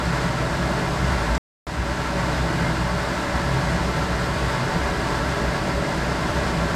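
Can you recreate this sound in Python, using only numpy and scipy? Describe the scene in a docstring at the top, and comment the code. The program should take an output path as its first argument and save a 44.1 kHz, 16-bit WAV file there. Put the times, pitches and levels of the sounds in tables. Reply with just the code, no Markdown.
"""Fume hood ventilation in a chemistry lab, close up, with one microphone inside the hood.
Turbulent air rings the duct and the hood's cavity: a deep throbbing hum, a two-note drone, a boom,
a hollow rush and a hiss. Thin fan tones show through, over a low rumble, and there is one faint tick.
The sound cuts to silence for a moment, then comes back a little softer and recovers."""
import sys
import numpy as np
from scipy import signal
from scipy.fft import rfft, irfft
from scipy.io import wavfile
from scipy.ndimage import uniform_filter1d

SR = 44100
rng = np.random.default_rng(int(sys.argv[2]) if len(sys.argv) > 2 else 0)


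def store_pcm(level_fs):
    """Save levels as 16-bit WAV."""
    pcm = np.round(np.clip(level_fs, -1, 1) * 32767).astype(np.int16)
    wavfile.write(sys.argv[1], SR, np.atleast_2d(pcm).T)


N = 297675
# where each band of the moving air ends and the next begins
RUMBLE_TOP_HZ, HUM_TOP_HZ, DRONE_SPLIT_HZ, DRONE_TOP_HZ = 48, 95, 151, 210
BOOM_TOP_HZ, LOW_RUSH_TOP_HZ, MID_RUSH_TOP_HZ = 360, 520, 730


# spectrum of the air stream before any resonance: frequency_hz, relative_db
STREAM_SPECTRUM = [(15, -4), (27, -4.5), (36, 9.5), (205, -9.5), (520, -3.5), (1240, -7), (1650, -6.5),
                   (2250, -13), (3100, -16.5), (5100, -18), (5600, -22.5), (6700, -24.5), (7800, -24),
                   (9600, -33), (15000, -43)]
# resonances of duct and hood: pitch_hz, width_hz, lift_db
RESONANCES = [(61.9, 8.4, 18), (106, 20.5, 12.5), (132, 43, 18), (142.1, 7.4, 17), (164.3, 31, 12),
              (180.9, 24, 20), (226.5, 18.6, 14.5), (248.4, 53, 9), (291.4, 29, 9), (322, 17, 10),
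              (344, 31, 8), (378, 10, 6), (404.6, 26, 9), (451, 19, 7), (563.8, 26, 8.5), (592, 52, 7.5),
              (645, 17.5, 8.5), (676, 42, 5), (763.4, 52, 5), (884, 20, 5.5), (924, 33, 4.5),
              (987, 56, 4.5), (1043, 29, 6), (1124, 50, 5.5), (1340, 22, 6.5), (1380, 50, 2),
              (1492, 32, 4.5), (1563, 21, 2), (1641, 73, 2.5), (1773, 36, 2), (1942, 24, 6.5),
              (2000, 67, -1.5), (2097, 46, 5.5), (2400, 34, 0)]
# hollows where reflections off the walls cancel at the microphone: centre_hz, width_hz, gain_db
WALL_HOLLOWS = [(211, 18, -6.5), (278.5, 10, -6.5), (357, 15, -3.5), (465, 8.8, -11), (523, 6.9, -11.5),
                (535, 10.4, -7), (784, 23, -5), (945, 8, -5), (1085, 22, 0), (1190, 14, -8),
                (1250, 29, -4.5), (1785, 45, -0.5), (2253, 63, -2)]

def hood_colour(hz):
    """Spectrum inside the hood: the stream, lifted by resonances and hollowed by reflections."""
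    points_hz, points_db = np.transpose(STREAM_SPECTRUM)
    stream = gain_of(np.interp(np.log(hz + 1), np.log(points_hz), points_db))
    lift = sum((gain_of(db) / (1 + (2 * (hz - centre) / width) ** 2)) ** 2
               for centre, width, db in RESONANCES)
    hollow_db = sum(db * np.exp(-(2 * (hz - centre) / width) ** 2) for centre, width, db in WALL_HOLLOWS)
    return stream * np.sqrt(1 + lift) * gain_of(hollow_db)


def airflow(low_hz, high_hz, ripple_db=0, crowded_hz=1500):
    """One band of turbulence through the hood; small modes crowd upwards and can ripple its spectrum."""
    hz = np.fft.rfftfreq(N, 1 / SR)
    band = (hz >= low_hz) & (hz < high_hz)
    ripple = gain_of(ripple_db * np.minimum(hz / crowded_hz, 1) * wander(len(hz), size=70))
    turbulence = rfft(rng.standard_normal(N))
    return unit_rms(irfft(turbulence * band * hood_colour(hz) * ripple, N))


# slow level of the hum between throbs: time_s, relative_db
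HUM_LEVEL = [(0, -33), (0.72, -35), (0.84, -38), (0.98, -31.5), (1.7, -32), (2.95, -32.5), (3.22, -39),
             (3.4, -31.5), (4.5, -34), (4.59, -46), (4.8, -32.5), (5.78, -36.5), (5.9, -46), (6.02, -31),
             (6.25, -36), (6.55, -29.5), (6.75, -34)]
# its strongest throbs: peak_s, length_s, lift_db
HUM_THROBS = [(0.068, 0.06, 4), (0.63, 0.1, 6), (1.11, 0.098, 8.5), (1.332, 0.14, 8), (1.81, 0.063, 9.5),
              (1.923, 0.08, 7), (2.4, 0.11, 8), (2.88, 0.16, 2), (3.37, 0.074, 3), (3.80, 0.23, 4),
              (4.16, 0.08, 5), (4.473, 0.12, 6), (4.842, 0.16, 3), (5.263, 0.079, 6.5), (5.474, 0.096, 9),
              (5.76, 0.11, 9), (6.365, 0.088, 6.5)]

def hum(gain_db=1.84, unsteady_db=1.0, pitch_hz=62.5, drift_hz=3.47, core_db=-4):
    """The lowest duct resonance: a wavering tone in narrow noise, swelling and firming up in throbs."""
    throbs_db = sum(db * throb(at, length) for at, length, db in HUM_THROBS)
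    swell_db = curve(HUM_LEVEL) + throbs_db + unsteady_db * wander(N, size=2000)
    core = gain_of(core_db + throbs_db) * tone(pitch_hz, drift_hz, size=5000)
    air = airflow(RUMBLE_TOP_HZ, HUM_TOP_HZ) + core
    return gain_of(gain_db) * surging(air, swell_db, size=3500)


# slow levels of the drone's two notes between throbs: time_s, level_db
LOWER_NOTE_LEVEL = [(0, -36), (0.3, -30.5), (0.85, -30.5), (1.22, -30.5), (1.37, -37.5), (1.8, -30.5),
                    (2.1, -33.5), (2.35, -30), (2.8, -29.5), (3.25, -37.5), (3.45, -32), (3.8, -33.5),
                    (4.65, -28), (4.85, -36), (5.1, -32), (6.75, -33)]
UPPER_NOTE_LEVEL = [(0, -33), (0.42, -34), (0.6, -29), (1.37, -34), (2.1, -31.5), (2.7, -28.5), (3.22, -35),
                    (3.55, -30), (3.9, -29.5), (4.5, -34.5), (5.4, -33), (5.8, -31.5), (6.4, -32),
                    (6.75, -30)]
# their strongest throbs: peak_s, length_s, lower_lift_db, upper_lift_db
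NOTE_THROBS = [(0.121, 0.13, 7, 7), (0.271, 0.073, 4, 7), (0.397, 0.063, 5, 0), (1.04, 0.065, 5.5, 4.5),
               (2.227, 0.057, 6, 5), (2.456, 0.053, 3, 0.5), (2.64, 0.13, 1.5, 2.5), (2.952, 0.06, 3, 3.5),
               (3.574, 0.20, 9, -1.5), (3.728, 0.083, 3, 4.5), (4.038, 0.10, 0, 2.5),
               (4.763, 0.066, -2.5, 8), (6.598, 0.099, -1, 5.5)]

def drone(lower_hz=129.9, upper_hz=166.9):
    """The next two duct resonances; they swell apart, throb, and beat roughly against each other."""
    lower_db = curve(LOWER_NOTE_LEVEL) + sum(db * throb(at, length) for at, length, db, _ in NOTE_THROBS)
    upper_db = curve(UPPER_NOTE_LEVEL) + sum(db * throb(at, length) for at, length, _, db in NOTE_THROBS)
    lower = drone_note(HUM_TOP_HZ, DRONE_SPLIT_HZ, lower_hz, lower_db, core_db=-2.5)
    upper = drone_note(DRONE_SPLIT_HZ, DRONE_TOP_HZ, upper_hz, upper_db, core_db=-4.5)
    return lower + upper


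def drone_note(low_hz, high_hz, pitch_hz, swell_db, core_db, drift_hz=2.185):
    """One duct resonance: narrow noise that firms up into a tone the more it swells."""
    core = gain_of(core_db + swell_db - swell_db.mean()) * tone(pitch_hz, drift_hz, size=7000)
    return surging(airflow(low_hz, high_hz) + core, swell_db, size=4800)


# slow levels of the rush's low, middle and high bands: time_s, level_db
LOW_RUSH_LEVEL = [(0, -37.5), (1.2, -37.5), (2, -39), (2.35, -36), (3.25, -39.5), (3.8, -36), (5, -35.5),
                  (6.75, -35.5)]
MID_RUSH_LEVEL = [(0, -35.5), (0.5, -31.8), (1.1, -33.8), (2, -33.5), (2.3, -31), (2.55, -35), (3, -32.7),
                  (3.3, -33.5), (4.8, -34), (5.6, -32.2), (6.75, -32)]
HIGH_RUSH_LEVEL = [(0, -28), (0.7, -28), (1.3, -28), (2, -27.5), (2.35, -27.5), (3.15, -28.5), (3.65, -28),
                   (4.4, -28), (5.2, -28), (6, -28.4), (6.75, -28)]

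def rush(flutter_db=0.41):
    """Hollow rush and slightly fluttering hiss of air drawn through the hood, past the microphone."""
    low = surging(airflow(BOOM_TOP_HZ, LOW_RUSH_TOP_HZ), curve(LOW_RUSH_LEVEL), size=14000)
    middle = surging(airflow(LOW_RUSH_TOP_HZ, MID_RUSH_TOP_HZ), curve(MID_RUSH_LEVEL), size=12000)
    hiss = airflow(MID_RUSH_TOP_HZ, SR / 2, ripple_db=1.42)
    hiss_db = curve(HIGH_RUSH_LEVEL) + flutter_db * wander(N, size=2000)
    return low + middle + hiss * gain_of(hiss_db)


# slow level of the hood's boom: time_s, level_db
BOOM_LEVEL = [(0, -34), (0.5, -33.5), (0.72, -31.5), (0.9, -34.5), (1.8, -32.5), (2.45, -32.5),
              (2.58, -30.5), (2.77, -31.5), (2.88, -39), (3.04, -35.5), (3.15, -33), (4.4, -35), (5, -33),
              (6.75, -32.5)]

def boom():
    """The cavity around the microphone booms just above the drone's pitch and swells on its own."""
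    return surging(airflow(DRONE_TOP_HZ, BOOM_TOP_HZ), curve(BOOM_LEVEL), size=9000)


# thin fan tones, half buried in the rush: pitch_hz, level_db
THIN_TONES = [(409.1, -46), (447, -49.5), (565.2, -46.3), (592, -49.5), (882.9, -46.5)]
# slow level of the highest fan tone, which swells once: time_s, level_db
WHINE_LEVEL = [(0, -46), (2.3, -45), (4.5, -47), (5.0, -46), (5.3, -41), (5.8, -46), (6.75, -45.5)]

def fans(whine_hz=1324, waver_db=2, drift_hz=0.7):
    """Faint whine of the fans; each tone drifts a little and wavers in the moving air."""
    whine = np.zeros(N)
    for hz, level_db in [*THIN_TONES, (whine_hz, curve(WHINE_LEVEL))]:
        wavering = tone(hz, drift_hz, size=4000) * gain_of(waver_db * wander(N, size=5000))
        whine += gain_of(level_db) * unit_rms(wavering)
    return whine


# slow level of the rumble: time_s, level_db
RUMBLE_LEVEL = [(0, -42), (0.5, -45), (2.5, -43.5), (4.4, -46), (4.75, -37.5), (5.1, -42.5), (6.75, -43)]

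def rumble():
    """Faint shaking of the air, deeper than the hum."""
    return surging(airflow(0, RUMBLE_TOP_HZ), curve(RUMBLE_LEVEL), size=14000)


# modes the tick rings with: pitch_hz, level_db, t60_s
TICK_RING = [(4720, -37, 0.03), (5356, -42, 0.057), (7340, -42, 0.25)]

def tick(start_s=1.350, level_db=-33, band_hz=(3300, 7600), t60_s=0.045):
    """One faint, bright tick: a burst of noise with a brief glassy ring."""
    age = np.maximum(np.arange(N) / SR - start_s, 0)
    band = signal.butter(3, band_hz, "bandpass", fs=SR, output="sos")
    noise = unit_rms(signal.sosfilt(band, rng.standard_normal(N)))
    burst = noise * gain_of(level_db) * np.exp(-np.log(1000) * age / t60_s)
    ring = sum(gain_of(db) * np.sin(2 * np.pi * hz * age) * np.exp(-np.log(1000) * age / ring_s)
               for hz, db, ring_s in TICK_RING)
    return burst * (age > 0) + ring


def surging(band, level_db, size):
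    """Keeps a band's quick beating, while its slow level (over about size samples) follows level_db."""
    slow_power = uniform_filter1d(uniform_filter1d(band ** 2, size), size)
    return unit_rms(band / np.sqrt(slow_power + 1e-9)) * gain_of(level_db)


def tone(hz, drift_hz, size):
    """A sine of rms 1 whose pitch drifts by chance over about size samples."""
    pitch_hz = hz + drift_hz * wander(N, size)
    return np.sqrt(2) * np.sin(2 * np.pi * np.cumsum(pitch_hz) / SR)


def throb(peak_s, length_s):
    """A smooth bump of height 1, one value a sample."""
    return np.exp(-(2 * (np.arange(N) / SR - peak_s) / length_s) ** 2)


def wander(length, size):
    """A smooth random curve of rms 1 that changes over about size steps."""
    return unit_rms(uniform_filter1d(uniform_filter1d(rng.standard_normal(length), size), size))


def curve(rows):
    """Joins rows of time_s, value by straight lines, one value a sample."""
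    return np.interp(np.arange(N) / SR, *np.transpose(rows))


def gain_of(db):
    """Decibels to amplitude."""
    return 10 ** (np.asarray(db) / 20)


def unit_rms(x):
    """Scales to an rms of 1."""
    return x / np.sqrt(np.mean(x ** 2) + 1e-20)


def scene():
    """All the ventilation and the tick, at one microphone inside the hood."""
    return (rumble() + hum() + drone() + boom() + rush() + tick() + fans())[None]


def record(dry):
    """An abrupt silence, a slightly soft start and a softer return that both recover, and a treble cut."""
    cut_s, return_s = 1.380, 1.668
    start_db, return_db, recover_s = -0.5, -5.5, 0.31
    cutoff_hz = 15080
    t = np.arange(N) / SR
    gate = uniform_filter1d(1.0 * ((t < cut_s) | (t > return_s)), size=24)
    soft_db = start_db * np.exp(-t / recover_s)
    soft_db += return_db * (t > return_s) * np.exp(-abs(t - return_s) / recover_s)
    low_pass = signal.firwin(511, cutoff_hz, window=("kaiser", 9), fs=SR)
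    return signal.oaconvolve(dry * gate * gain_of(soft_db), low_pass[None], "same")


dry = scene()
out = record(dry)
store_pcm(out)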